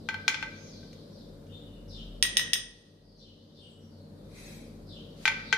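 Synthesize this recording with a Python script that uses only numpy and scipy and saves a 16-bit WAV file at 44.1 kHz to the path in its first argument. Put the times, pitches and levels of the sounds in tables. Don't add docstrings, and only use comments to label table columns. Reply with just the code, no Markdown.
import sys
import numpy as np
from scipy import signal
from scipy.io import wavfile
from scipy.ndimage import uniform_filter1d

SR = 44100
rng = np.random.default_rng(int(sys.argv[2]) if len(sys.argv) > 2 else 0)


def put_to_file(sound):
    columns = np.atleast_2d(sound).T
    safe = np.clip(columns, -1, 1)
    whole_steps = np.round(safe * 32767)
    wavfile.write(sys.argv[1], SR, whole_steps.astype(np.int16))


def level_to_linear(level):
    exponent = np.asarray(level, float) / 20
    return 10 ** exponent


N = 245895

# t/s, blow level/dB, hardness/(dB per octave), crack level/dB, place (0 rim, 1 wall)
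DISH_KNOCKS = [
    (0.0878, -20.5, -.5, -11, .05),
    (0.1428, -26.5, -2.5, -16, .05),
    (0.2798, -14.5, 3, -2.5, 0.61),
    (.344, -25.5, -1, -6, 0.34),
    (0.4264, -24, -3.5, -10, 0.32),
    (5.2545, -14.5, 0., -5, 0.56),
    (5.2778, -16, -.5, -6, 1),
    (5.5269, -12, -0.1, -7.5, 0.057),
]


def evened(x):
    return x / np.sqrt(np.mean(x ** 2) + 1e-20)


def read(points, hz):
    f, value = np.transpose(points)
    return np.interp(np.log(hz + 1), np.log(f + 1), value)


def add(mix, s, sound):
    part = mix[..., round(s * SR):][..., :sound.shape[-1]]
    part += sound[..., :part.shape[-1]]


def noise(gain, patchy_db, size=2048):
    # f/Hz, likeness (1 same, 0 unrelated)
    likeness = [(60, .98), (130, .97), (290, .86), (640, .4), (1400, -.1), (3000, 0), (15000, 0)]
    # f/Hz, left over right/dB
    balance = [(60, 5.5), (180, -0.5), (550, 4), (1650, 2.5), (4970, 1), (15000, 2.5)]
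    frames, hz = 4 * N // size + 5, np.fft.rfftfreq(size, 1 / SR)
    a, b, c, d, patches = rng.standard_normal((frames, len(hz), 5)).T
    patches = uniform_filter1d(patches, size=12, axis=0)
    patches = evened(uniform_filter1d(patches, size=8, axis=1))
    same = np.clip(read(likeness, hz), -1, 1)[:, None]
    left = a + 1j * b
    right = same * left + np.sqrt(1 - same ** 2) * (c + 1j * d)
    right = right * level_to_linear(-read(balance, hz))[:, None]
    heard = gain(hz) * (hz < 14450)
    z = np.array([left, right]) * heard[:, None] * level_to_linear(patchy_db * patches)
    return evened(signal.istft(z, nperseg=size, noverlap=3 * size // 4)[1][:, :N])


def reverb(x, stretch, rise_s):
    # f/Hz, time to fall 60 dB/s
    kitchen = [(500, 0.74), (1500, 0.56), (4000, 0.49), (9000, 0.41), (15000, 0.11)]
    hz, t, z = signal.stft(rng.standard_normal((2, SR)), SR, nperseg=128)
    fall = level_to_linear(-60 * t / (stretch * read(kitchen, hz)[:, None]))
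    tail = signal.istft(z * fall, SR, nperseg=128)[1][:, :SR]
    tail = tail * (1 - np.exp(-np.arange(SR) / (rise_s * SR)))
    return signal.fftconvolve(x[None], tail / np.linalg.norm(tail[0]), axes=1)[:, :N]


def wavering(hz, waver_hz):
    drift = evened(uniform_filter1d(rng.standard_normal(N), size=3000))
    return np.sqrt(2) * np.sin(2 * np.pi * np.cumsum(hz + waver_hz * drift) / SR)


def wander():
    return evened(uniform_filter1d(uniform_filter1d(rng.standard_normal(N), size=3000), size=3000))


def duck():
    start_s, depth_db = 2.473, -9.5
    fall_s, hold_s, recover_s = .25, .6, 0.97
    turns_s = start_s + np.cumsum([0, fall_s, hold_s, recover_s])
    return level_to_linear(depth_db * np.interp(np.arange(N) / SR, turns_s, [0, 1, 1, 0]))


def swells(rows, rest_db):
    t = np.arange(N) / SR
    bells = sum(level_to_linear(db) * np.exp(-((t - s) / width_s) ** 2) for s, width_s, db in rows)
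    return level_to_linear(rest_db) * duck() + bells


def room_noise():
    # f/Hz, level/dB
    tone_colour = [(38, -23), (62, -11.5), (95, -6), (125, -8.5), (200, -2.5), (330, -9), (560, -7),
                   (680, -17.5), (850, -22.5), (1500, -28.5), (2500, -38.5), (6000, -42), (9000, -40.5),
                   (15500, -44)]
    return noise(lambda hz: level_to_linear(read(tone_colour, hz)), patchy_db=1, size=4096)


def appliance_hum():
    # f/Hz, level against the room noise/dB, waver/Hz, throb/dB
    hum_tones = [(154.9, -5, 3, 1), (202.8, -11, 2.9, 2), (226, -9.5, 3, 5), (295.4, -12, 3.2, 2.5),
                 (466.3, -14.5, 4, 0.5), (567, -20, 5, 6.5)]
    hum = np.zeros(N)
    for hz, db, waver_hz, throb_db in hum_tones:
        throb = evened(uniform_filter1d(rng.standard_normal(N), size=3000))
        hum += level_to_linear(db - 1 + throb_db * throb) * wavering(hz, waver_hz)
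    return hum


def street_rumble():
    # centre t/s, half width/s, level/dB
    rumble_swells = [
        (.46, .05, -57),
        (.84, .12, -64),
        (1.33, .12, -57.5),
        (1.75, .15, -56.5),
        (2.1, .24, -46),
        (2.65, .1, -61),
        (3.2, .15, -65),
        (4.75, .45, -57),
        (5.4, .15, -59),
    ]
    # centre t/s, half width/s, level/dB
    mode_swells = [
        (.2, 0.18, -58),
        (.85, .1, -58.5),
        (1.6, .12, -55),
        (1.95, 0.11, -54),
        (3.35, .1, -62.5),
        (4., 0.21, -59),
        (4.95, .2, -58),
    ]
    rumble_db, rumble_throb_db, mode_db, mode_throb_db = -67, 3.5, -64, 2.
    mode = swells(mode_swells, mode_db) * level_to_linear(mode_throb_db * wander()) * wavering(94.5, 1.5)
    throb = level_to_linear(rumble_db + rumble_throb_db * wander()) * duck()
    rumble = (throb + swells(rumble_swells, -200)) * wavering(42.5, 1.5)
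    return rumble + mode


def room_tone():
    tone_db, mains_db = -50.5, -58.5
    mains = level_to_linear(mains_db) * wavering(100, .1)
    humming = level_to_linear(tone_db) * appliance_hum() + mains
    steady = level_to_linear(tone_db) * room_noise() + humming * level_to_linear([[.9], [-.9]])
    return duck() * steady + street_rumble() * level_to_linear([[1.], [-1.]])


def glides():
    # t/s, length/s, start f/Hz, end f/Hz, level/dB
    chirps = [(0.019, 0.09, 4180, 3500, -67), (.51, 0.17, 5980, 6420, -61), (0.617, 0.15, 6210, 3780, -59),
              (0.799, 0.081, 5660, 4020, -63.5), (1.101, 0.12, 5970, 3330, -63.5),
              (1.484, 0.033, 2800, 3640, -57.5), (1.517, 0.031, 3637, 3620, -51),
              (1.62, 0.17, 3026, 2860, -68.5), (3.002, 0.24, 5160, 3990, -68.5),
              (3.569, .15, 8900, 7700, -73), (3.8, 0.034, 5550, 5630, -68), (3.879, .12, 5060, 3950, -68.5),
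              (5.43, 0.074, 5000, 3350, -51.5)]
    # t/s, top f/Hz, knee f/Hz, drop level/dB, tail level/dB
    cheeps = [
        (1.877, 6250, 3896, -50, -50.5),
        (3.171, 6150, 3450, -57.5, -63),
        (3.54, 5670, 3400, -58, -58),
        (4.862, 5460, 3748, -52.5, -54),
    ]
    drop_s, tail_s, overlap_s, tail_end_hz = .038, .085, .006, 2880
    glide_bend, drop_bend, tail_bend = 1.1, 1.8, 1.2
    rows = [(*row, glide_bend) for row in chirps]
    for s, top_hz, knee_hz, drop_db, tail_db in cheeps:
        tail_at_s = s + drop_s - overlap_s
        rows.append((s, drop_s, top_hz, knee_hz, drop_db, drop_bend))
        rows.append((tail_at_s, tail_s, knee_hz, tail_end_hz, tail_db, tail_bend))
    return sorted(rows)


def sparrows():
    # centre t/s, half width/s, level/dB
    flurries = [
        (.5, .5, -60.5),
        (1.1, .2, -73),
        (2.75, .2, -70),
        (3.45, .3, -69),
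        (4.5, 0.19, -66.5),
        (5.6, 0.37, -54.5),
    ]
    dry = np.zeros(N)
    for s, length_s, start_hz, end_hz, db, bend in glides():
        u = np.linspace(0, 1, round(length_s * SR))
        burr = .045 * evened(uniform_filter1d(rng.standard_normal(SR // 3), size=40))[:len(u)]
        pitch_hz = (end_hz + (start_hz - end_hz) * (1 - u) ** bend) * (1 + burr)
        turns = np.cumsum(pitch_hz) / SR
        voice = np.sin(2 * np.pi * turns) + level_to_linear(-22.5) * np.sin(4 * np.pi * turns)
        add(dry, s, level_to_linear(db + 2.3 * u) * voice * signal.windows.tukey(len(u), .3))
    blur = noise(lambda hz: np.exp(-(np.log2((hz + 1) / 4100) / .45) ** 2), patchy_db=2, size=1024)
    yard = level_to_linear([[3.], [1.5]]) * reverb(dry, 1.5, .012)
    return level_to_linear(-14) * dry + yard + swells(flurries, rest_db=-71) * blur


def bumps(peaks, hz):
    return sum(level_to_linear(db) / (1 + (2 * (hz - f) / width) ** 2) for f, width, db in peaks)


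def stroke_gain(row):
    s, attack_s, hold_s, db, fall_db = row
    t = np.arange(N) / SR - s
    rise = 25 * np.clip(1 - t / attack_s, 0, 5)
    return level_to_linear(db - rise - fall_db * np.maximum(t - attack_s - hold_s, 0))


def metal_scrape():
    # t/s, attack/s, hold/s, peak level/dB, release/(dB per s)
    stroke = (4.27, .11, .15, -56.5, 75)
    # f/Hz, width/Hz, level/dB
    ring_peaks = [(2590, 30, -5), (3240, 39, -5), (3720, 32, -2), (3924, 22.4, 4.5), (4314, 30, -1),
                  (5140, 28, -3), (5900, 22, -7), (6020, 18, 7), (6560, 36, 0), (7130, 43, -16),
                  (7840, 21, -1), (7700, 20, -7), (7960, 26, -16), (8920, 20, -1), (8920, 28, -20),
                  (9650, 28, -1.5), (10200, 24, -1), (10800, 48, -24), (11100, 22, 1.5), (11600, 36, -7),
                  (12100, 20, -4), (12400, 29, -17.5), (12900, 32, -11), (13440, 180, -22),
                  (13700, 21, -24), (14200, 35, -20)]
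    # f/Hz, level/dB
    hiss = [(590, -39), (1000, -5), (1220, -6.5), (2490, 7.5), (2940, -12), (3800, -8.5), (5550, -5),
            (6490, -17), (7250, -6), (7750, -9), (8380, -9), (11300, -18), (14300, -24)]
    ringing = noise(lambda hz: level_to_linear(read(hiss, hz) - 9.) + bumps(ring_peaks, hz), patchy_db=1)
    return level_to_linear(4.0) * stroke_gain(stroke) * ringing


def spoon_slide():
    # t/s, attack/s, hold/s, peak level/dB, release/(dB per s)
    stroke = (5.11, .125, .005, -54, 360)
    # f/Hz, level/dB
    hiss = [(600, -8), (1200, -4), (3000, -2.5), (7000, -7), (12000, -14), (14500, -18)]
    return stroke_gain(stroke) * noise(lambda hz: level_to_linear(read(hiss, hz)), patchy_db=1, size=512)


def table_thuds():
    thud_db, thud_hz, thud_t60_s = -33, 450, .09
    out, t = np.zeros(N), np.arange(SR // 8) / SR
    note = np.sin(2 * np.pi * thud_hz * t) * np.minimum(t / 0.0043, 1)
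    for s, db, _, _, place in DISH_KNOCKS:
        strength_db = thud_db + 2 * (db + 12) - 10 * place
        add(out, s, level_to_linear(strength_db - 60 * t / thud_t60_s) * note)
    return out


def crack_filter(crack, hard_db):
    hz = np.fft.rfftfreq(1024, 1 / SR)
    gain_db = read(crack, hz) + hard_db * np.log2((hz + 50) / 2500)
    log_gain = np.log(level_to_linear(np.maximum(gain_db, -80)))
    full = np.r_[log_gain, log_gain[-2:0:-1]]
    return np.fft.ifft(np.exp(full - 1j * signal.hilbert(full).imag)).real[:512]


def knock(row, modes, crack, left_late_s, ring_lead_s, longest_s, crack_db, clatter):
    s, db, pan_db, hard_db, snap_db, place = row
    lead_s, widest_db = .001, 7
    late_s = np.array([[max(left_late_s, 0)], [max(-left_late_s, 0)]])
    t = np.arange(SR // 4) / SR - late_s - lead_s
    rung = t + np.array([[ring_lead_s], [0]])
    ring = np.zeros(t.shape)
    for hz, (rim_db, wall_db, t60) in zip(*modes):
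        mode_db = rim_db + np.clip(place, 0, 1) * (wall_db - rim_db)
        place_db = 1.5 * rng.standard_normal((2, 1))
        tilt_db = hard_db * np.log2(hz / 2500)
        fall_db = 60 * abs(t) / min(t60, longest_s)
        ring += level_to_linear(mode_db + place_db + tilt_db - fall_db) * np.sin(2 * np.pi * hz * rung)
    colour = crack_filter(crack, hard_db)
    fade = sum(level_to_linear(level_db - 60 * abs(t) / t60) for level_db, t60 in clatter) * (t > 0)
    pulse = np.sinc(t * SR) * np.exp(-(t * SR / 6) ** 2)
    contact = fade * rng.standard_normal(t.shape) - pulse
    snap = signal.oaconvolve(contact, colour[None])[:, :t.shape[1]]
    sound = ring * (t > 0) / 2 + level_to_linear(crack_db + snap_db) * snap / abs(colour).max()
    sides = level_to_linear(db + np.array([[.5], [-.5]]) * np.clip(pan_db, -widest_db, widest_db))
    return s - lead_s, sides * sound


def cup_taps():
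    # t/s, blow level/dB, bounce delay/s, bounce level/dB
    taps = [
        (2.2261, -18, .0259, -24.5),
        (2.3698, -18.5, .0248, -21.5),
        (2.5333, -20, .0237, -28),
    ]
    pitches = [1816, 1878, 1920, 1950, 2573, 2880, 3397, 3697, 4802, 4914, 5108, 5274, 5417, 6110, 8070,
               8452, 8640, 8778, 9900, 10290, 10430, 10750, 12500, 13400, 13660, 13900, 14180]
    # level/dB, time to fall 60 dB/s
    rings = [(-29.5, .1), (-7, 0.25), (-6.5, 0.2), (-23, .15), (-20.5, .04), (-20, .04), (-11.5, .03),
             (-20, .04), (-14.5, .1), (-16, 0.062), (-15, .08), (-10.5, .12), (-15, 0.066), (-15.5, .03),
             (-23.5, .08), (-21, .08), (-17, .08), (-6, .09), (-21.5, .08), (-18.5, 0.035), (-10, 0.086),
             (-19, 0.14), (-23, .05), (-17, .09), (-16, .11), (-17.5, .11), (-18.5, .11)]
    # f/Hz, level/dB
    crack = [(400, -16), (1400, -26), (2300, -6.5), (3450, -1), (4500, -11), (5000, -.5), (6300, -7),
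             (7000, -17.5), (7500, -35.5), (8700, 3.5), (9500, -24), (10400, -16), (11500, -44.5),
             (15500, -45.5)]
    pan_db, tap_hard_db, tap_crack_db = -1.5, 0.3, 2.5
    bounce_hard_db, bounce_crack_db, bounce_crack_slope = -1.5, -9., 1.
    usual_bounce_db = np.mean(taps, axis=0)[3]
    contacts = []
    for s, db, after_s, bounce_db in taps:
        snap_db = bounce_crack_db + bounce_crack_slope * (bounce_db - usual_bounce_db)
        contacts.append((s, db, pan_db, tap_hard_db, tap_crack_db, 0))
        contacts.append((s + after_s, bounce_db, pan_db, bounce_hard_db, snap_db, 1))
    modes = [(db, db + 4.7 * (hz < 2000), t60) for hz, (db, t60) in zip(pitches, rings)]
    cup = np.zeros((2, N))
    for row in contacts:
        add(cup, *knock(row, (pitches, modes), crack, left_late_s=.0003, ring_lead_s=.00024, longest_s=.3,
                        crack_db=13.5, clatter=[(-27, .008), (-29, .06)]))
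    return cup


def dish_knocks():
    # t/s, blow level/dB, hardness/(dB per octave), crack level/dB
    ticks = [
        (.83, -54.5, -4, -15),
        (.93, -54, 9, 1),
        (1.468, -67, 6.5, 3),
    ]
    pitches = [872, 903, 1305, 1547, 1564, 1928, 1955, 2006, 2043, 2172, 2212, 2308, 2343, 2376, 2447, 2635,
               3090, 3133, 3340, 3555, 4221, 5023, 5555, 10250, 14090]
    # level struck at the rim/dB, level struck on the wall/dB, time to fall 60 dB/s
    rings = [(-23, -25, 0.27), (-16.5, -16, 0.25), (-21, -16.5, .06), (-6, -11.5, 0.2), (-3, -7.5, .11),
             (-19.5, -19, .1), (-17, -13, 0.14), (-13, -12.5, 0.18), (-14.5, -6, 0.13), (-22.5, -9, 0.1001),
             (-20.5, -26, 0.075), (-20.5, -15, 0.29), (-9, 1, 0.1), (-18, -17, 0.14), (-27.5, -18.5, .08),
             (-28.5, -19.5, 0.0602), (-13.5, -13.5, 0.091), (-18.5, -17, 0.1), (-28.5, -15.5, .06),
             (-23, -9, .06), (-11.5, -17, 0.078), (-18.5, -12.5, 0.06), (-21.5, -17, .06),
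             (-37, -20.5, .04), (-40, -35, 0.1)]
    # f/Hz, level/dB
    crack = [(400, -18), (900, -18), (1400, -6.5), (2200, 8.5), (3400, 5.5), (5000, -3.5), (6500, -2.5),
             (8000, -18), (11000, -23), (15400, -54)]
    rim_pan_db, wall_pan_db = 7., -2.5
    contacts = [(s, db, rim_pan_db + wall_pan_db * place, hard_db, snap_db, place)
                for s, db, hard_db, snap_db, place in DISH_KNOCKS]
    contacts += [(s, db, rim_pan_db, hard_db, snap_db, 0) for s, db, hard_db, snap_db in ticks]
    dish = np.zeros((2, N))
    for row in contacts:
        add(dish, *knock(row, (pitches, rings), crack, left_late_s=0, ring_lead_s=0, longest_s=.15,
                         crack_db=5.0, clatter=[(-15, .01), (-19.5, .09)]))
    return dish


def knocks_in_kitchen():
    # delay/ms, level/dB
    echoes = [
        (2.1, -15),
        (3.4, -14),
        (6.2, -12),
        (8.3, -15),
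        (11.5, -14),
        (16., -17),
    ]
    dish, cup = dish_knocks(), cup_taps()
    direct = dish + cup
    out = direct + level_to_linear([[-8], [-9]]) * reverb(dish.mean(0), 1.0, 0.0084)
    out += level_to_linear([[-3.], [-3.5]]) * reverb(cup.mean(0), 0.84, .004)
    out += level_to_linear(-22.5) * reverb(direct.mean(0), 2.4, 0.035)
    for k, (ms, db) in enumerate(echoes):
        add(out[k % 2], ms / 1000, level_to_linear(db) * direct[1 - k % 2])
    return signal.sosfilt(signal.butter(6, [760, 14900], "bandpass", fs=SR, output="sos"), out)


def scene():
    background = room_tone() + metal_scrape() + spoon_slide() + sparrows()
    return background + table_thuds() + knocks_in_kitchen() * duck() ** .3


def low_pass(x):
    return signal.sosfilt(signal.butter(12, 15580, fs=SR, output="sos"), x)


def record(dry):
    return low_pass(dry)


dry = scene()
out = record(dry)
put_to_file(out)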